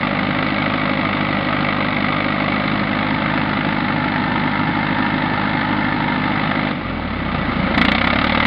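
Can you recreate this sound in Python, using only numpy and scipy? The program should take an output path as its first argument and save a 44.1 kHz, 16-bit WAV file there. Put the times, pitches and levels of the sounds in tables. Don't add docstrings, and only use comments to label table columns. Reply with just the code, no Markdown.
import sys
import numpy as np
from scipy import signal
from scipy.fft import rfft, irfft
from scipy.io import wavfile

SR = 44100
rng = np.random.default_rng(int(sys.argv[2]) if len(sys.argv) > 2 else 0)


def store_wav(level_fs):
    pcm = np.round(np.clip(np.atleast_2d(level_fs), -1, 1) * 32767)
    wavfile.write(sys.argv[1], SR, pcm.T.astype(np.int16))


N = 373086
TIME = np.arange(N) / SR
AGE = TIME[:SR // 10]


# (frequency [Hz], level [dB])
STACK_SPECTRUM = [(20, -55), (40, -10.5), (52, -10), (100, -5), (150, -0.5), (205, 1.5), (255, 0.5),
                  (305, -4.5), (390, -27), (550, -12.5), (900, -13.5), (1600, -52), (4000, -46.5)]
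# (centre [Hz], width [Hz], gain [dB])
STACK_TRACK_MODES = [(142, 29, -0.5), (195, 8.6, -8), (246, 11, 7), (320, 200, 2), (570, 540, -6),
                     (857, 53, 8.5)]

def exhaust(phase, jitter_s=.00008, return_s=.0039, ring_hz=268, ring_swell_s=.0039, ring_lag_s=.0014):
    times, (_, pipe_db) = firings(phase, angle=.35)
    scatter, jitter = rng.standard_normal((len(times), 2)).T
    coast, _, surge = throttle(times)
    slow = slowness(times)
    gas = .55 + .45 * fuelling(times)
    chug_db = 3.5 * coast * slow ** 8
    effort_db = -6 * slow + chug_db + 6 * surge
    size = gas * undb(effort_db + .8 * mic_dip(times) + .9 * scatter)
    times = times + jitter_s * jitter
    labour = np.clip(3 * slow, 0, 1) ** 2
    puffs = pulses(times, size) + .78 * pulses(times + return_s, size * labour)
    thump = -aimed_colour(puffs, STACK_SPECTRUM, (), STACK_TRACK_MODES)
    ring = AGE * np.exp(-AGE / ring_swell_s) * np.sin(2 * np.pi * ring_hz * AGE)
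    pipe = strike(times + ring_lag_s, size * (1 - labour / 2) * undb(pipe_db), ring)
    return undb(-23.1) * thump + undb(-31.5) * unit(pipe)


# (knock [dB], pipe ring [dB])
CYLINDER_LEVELS = [(-3, -20), (2.3, -24), (-3, 0), (1.8, -18)]

def firings(phase, angle):
    index = np.arange(int(phase[-1]) + 1)
    times = np.interp(index + angle, phase, TIME, right=2 * TIME[-1])
    return times, np.array(CYLINDER_LEVELS)[index % len(CYLINDER_LEVELS)].T


def knock(phase, jitter_s=.00013, rise_s=.0014, decay_s=.0064, crack_hz=3000):
    times, (cylinder_db, _) = firings(phase, angle=.432)
    scatter, jitter = rng.standard_normal((len(times), 2)).T
    times = times + jitter_s * jitter
    fuel, dip = np.maximum(fuelling(times), 0), mic_dip(times)
    force = fuel * undb(-3.5 * dip)
    hardness = force ** 2.8 * undb(-6 * dip)
    size = force * undb((cylinder_db + .98 * scatter) / np.maximum(fuel, 1))
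    burst = (1 - np.exp(-AGE / rise_s)) ** 2 * np.exp(-AGE / decay_s)
    ripple = strike(times, size, burst) * rng.standard_normal(N)
    crack = strike(times, hardness, burst) * rng.standard_normal(N)
    return undb(-23.5) * unit(highpass(ripple, 650, order=1)) + undb(-27) * unit(highpass(crack, crack_hz))


def clatter(phase, taps_per_firing=5, decay_s=.003):
    taps = np.arange(int(phase[-1] * taps_per_firing))
    tap_phase = (taps + .3 * rng.standard_normal(len(taps))) / taps_per_firing
    times = np.interp(tap_phase, phase, TIME)
    tapping = strike(times, np.ones(len(taps)), np.exp(-AGE / decay_s)) * rng.standard_normal(N)
    fan = rng.standard_normal(N)
    slack = 1 - .3 * np.cos(np.pi * (phase - .33)) ** 4
    rattle = slack * (unit(tapping) + fan)
    rattle = rattle - .23 * highpass(rattle, 650, order=1)
    coast, pull, _ = throttle()
    backlash_db = 7 * slowness() ** 4
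    return undb(-27.5 + 3.5 * mic_dip() + coast * (backlash_db - 1.5) + 2.3 * pull) * unit(rattle)


# (time [s], level [dB])
STRAY_HITS = [(6.897, -23.5), (7.345, -18), (7.413, -22), (7.745, -14.5)]

def stray_knocks(decay_s=.008):
    times, db = np.transpose(STRAY_HITS)
    return strike(times, undb(db), np.exp(-AGE / decay_s)) * rng.standard_normal(N)


# (frequency [Hz], level [dB])
IRON_SPECTRUM = [(150, -37), (400, -7.5), (550, 1), (750, 0.5), (1000, -3.5), (1500, -5.5), (2200, -3.5),
                 (2550, -8), (3500, -11.5), (4200, -19), (5000, -28), (6500, -34.5)]
# (centre [Hz], width [Hz], gain [dB])
IRON_BONNET_MODES = [(552.5, 49, 4.5), (721, 49, 2), (953, 87, -9), (1235, 260, 7.5), (1628, 51, 9.5),
                     (1717, 170, -10.5), (1953, 110, 8), (2240, 170, 5), (3800, 200, 0.5)]
# (centre [Hz], width [Hz], gain [dB])
IRON_TRACK_MODES = [(557, 430, -7.5), (864, 180, 10.5), (949, 13, 6.5), (1120, 91, -10), (1317, 320, 7),
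                    (1768, 220, 8), (2140, 210, 5.5), (2364, 300, -9), (3470, 1300, -1)]

def ironwork(blows, tail_db=-10, decay_s=.014):
    age = TIME[:SR // 8]
    tail = highpass(rng.standard_normal(len(age)), 670) * np.exp(-age / decay_s)
    ringing = blows + undb(tail_db) * signal.fftconvolve(blows, tail / np.linalg.norm(tail))[:N]
    return np.std(blows) * aimed_colour(ringing, IRON_SPECTRUM, IRON_BONNET_MODES, IRON_TRACK_MODES)


# (frequency [Hz], level [dB])
PANEL_SPECTRUM = [(25, -51.5), (60, -24), (110, -8.5), (170, -1), (225, -0.5), (290, -5), (350, -8.5),
                  (400, -18.5), (900, -44)]

def bonnet(phase):
    jolt = 1 + .65 * np.cos(2 * np.pi * (phase - .72))
    rumble = unit(colour(jolt * rng.standard_normal(N), PANEL_SPECTRUM))
    return undb(-28 + 3 * mic_dip() + 6.5 * slowness() ** 5) * rumble


def intake(phase, duct_hz=68, duct_q=1.3):
    harmonic = np.arange(1, 4)[:, None]
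    tuning = harmonic * firing_hz() / duct_hz
    partials = np.cos(2 * np.pi * harmonic * (phase - .535)) / np.hypot(1, duct_q * (tuning - 1 / tuning))
    onset = ramp(slowness() / .29) ** 2
    _, pull, _ = throttle()
    return onset * undb(-31 - 1.5 * pull) * unit(partials.sum(axis=0))


CUT_S, IDLE_HZ = 6.672, 25.86
PICKUP_S, PICKUP_HZ = 7.762, 45.97
# (time [s], firing rate [Hz])
GOVERNED_RATE = [(0, 49.92), (.44, 51.25), (1.0, 51.2), (1.255, 50.19), (2.25, 50.3), (3.07, 51.75),
                 (3.77, 51.3), (4.0, 50.38), (4.97, 51.24), (6.7, 50.81)]

def firing_hz(at=TIME, run_down_s=.461, run_up_s=.618):
    spin = np.exp(-(np.maximum(at - CUT_S, 0) / run_down_s) ** 1.5)
    coasting_hz = IDLE_HZ + (curve(GOVERNED_RATE, at) - IDLE_HZ) * spin
    return PICKUP_HZ + (coasting_hz - PICKUP_HZ) * np.exp(-np.maximum(at - PICKUP_S, 0) / run_up_s)


def slowness(at=TIME):
    return np.clip(1 - (firing_hz(at) - IDLE_HZ) / (curve(GOVERNED_RATE, at) - IDLE_HZ), 0, 1)


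def throttle(at=TIME, close_s=.085, open_s=.01, surge_s=.14):
    pull = ramp((at - PICKUP_S) / open_s + .5)
    coast = ramp((at - CUT_S) / close_s) - pull
    surge = pull * np.exp(-((at - PICKUP_S) / surge_s) ** 4)
    return coast, pull, surge


def fuelling(at):
    coast, pull, surge = throttle(at)
    slow = slowness(at)
    working = 1 - coast - pull
    return working + .56 * coast * slow ** 1.7 + 2.32 * pull * slow ** .16 + .5 * surge


# (time [s], dip [0-1])
MIC_AIM = [(0, 0.22), (2.45, 0.08), (3.15, 0.48), (4.5, 0.71), (6.05, 0.76), (6.7, 0.33), (7.3, 0.34)]

def mic_dip(at=TIME):
    return curve(MIC_AIM, at)


def aimed_colour(x, spectrum, bonnet_modes, track_modes):
    dip = mic_dip()
    over_bonnet = unit(colour(x, spectrum, bonnet_modes))
    at_track = unit(colour(x, spectrum, track_modes))
    return (1 - dip) * over_bonnet + dip * at_track


def colour(x, spectrum, modes=()):
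    grid_hz = np.maximum(np.arange(4097) * SR / 8192, 1)
    hz, db = np.transpose(spectrum)
    shape_db = np.interp(np.log(grid_hz), np.log(hz), db)
    for centre_hz, width_hz, gain_db in modes:
        shape_db += gain_db / (1 + (2 * (grid_hz - centre_hz) / width_hz) ** 2)
    cepstrum = irfft(np.log(undb(shape_db)))
    half = len(cepstrum) // 2
    cepstrum[1:half] *= 2
    cepstrum[half + 1:] = 0
    response = irfft(np.exp(rfft(cepstrum)))[:half]
    return signal.fftconvolve(x, response)[:N]


def pulses(times, sizes):
    return np.bincount(np.clip(times * SR, 0, N).astype(int), sizes, N + 1)[:N]


def strike(times, sizes, shape):
    return signal.fftconvolve(pulses(times, sizes), shape)[:N]


def highpass(x, edge_hz, order=2):
    return signal.sosfilt(signal.butter(order, edge_hz, "high", fs=SR, output="sos"), x)


def curve(table, at):
    return np.interp(at, *np.transpose(table))


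def ramp(x):
    return np.sin(np.pi / 2 * np.clip(x, 0, 1)) ** 2


def undb(db):
    return 10 ** (np.asarray(db) / 20)


def unit(x):
    return x / np.std(x)


def scene():
    phase = np.cumsum(firing_hz()) / SR
    blows = knock(phase) + clatter(phase) + stray_knocks()
    return (exhaust(phase) + ironwork(blows) + bonnet(phase) + intake(phase))[None]


def record(dry, band_hz=5250, clip_level=.72, top_hz=15500):
    band_limit = signal.butter(14, band_hz, fs=SR, output="sos")
    clipped = np.clip(signal.sosfiltfilt(band_limit, dry), -clip_level, clip_level)
    softened = .45 * clipped + .55 * signal.sosfiltfilt(band_limit, clipped)
    return signal.sosfilt(signal.ellip(8, .2, 70, top_hz, fs=SR, output="sos"), softened)


dry = scene()
out = record(dry)
store_wav(out)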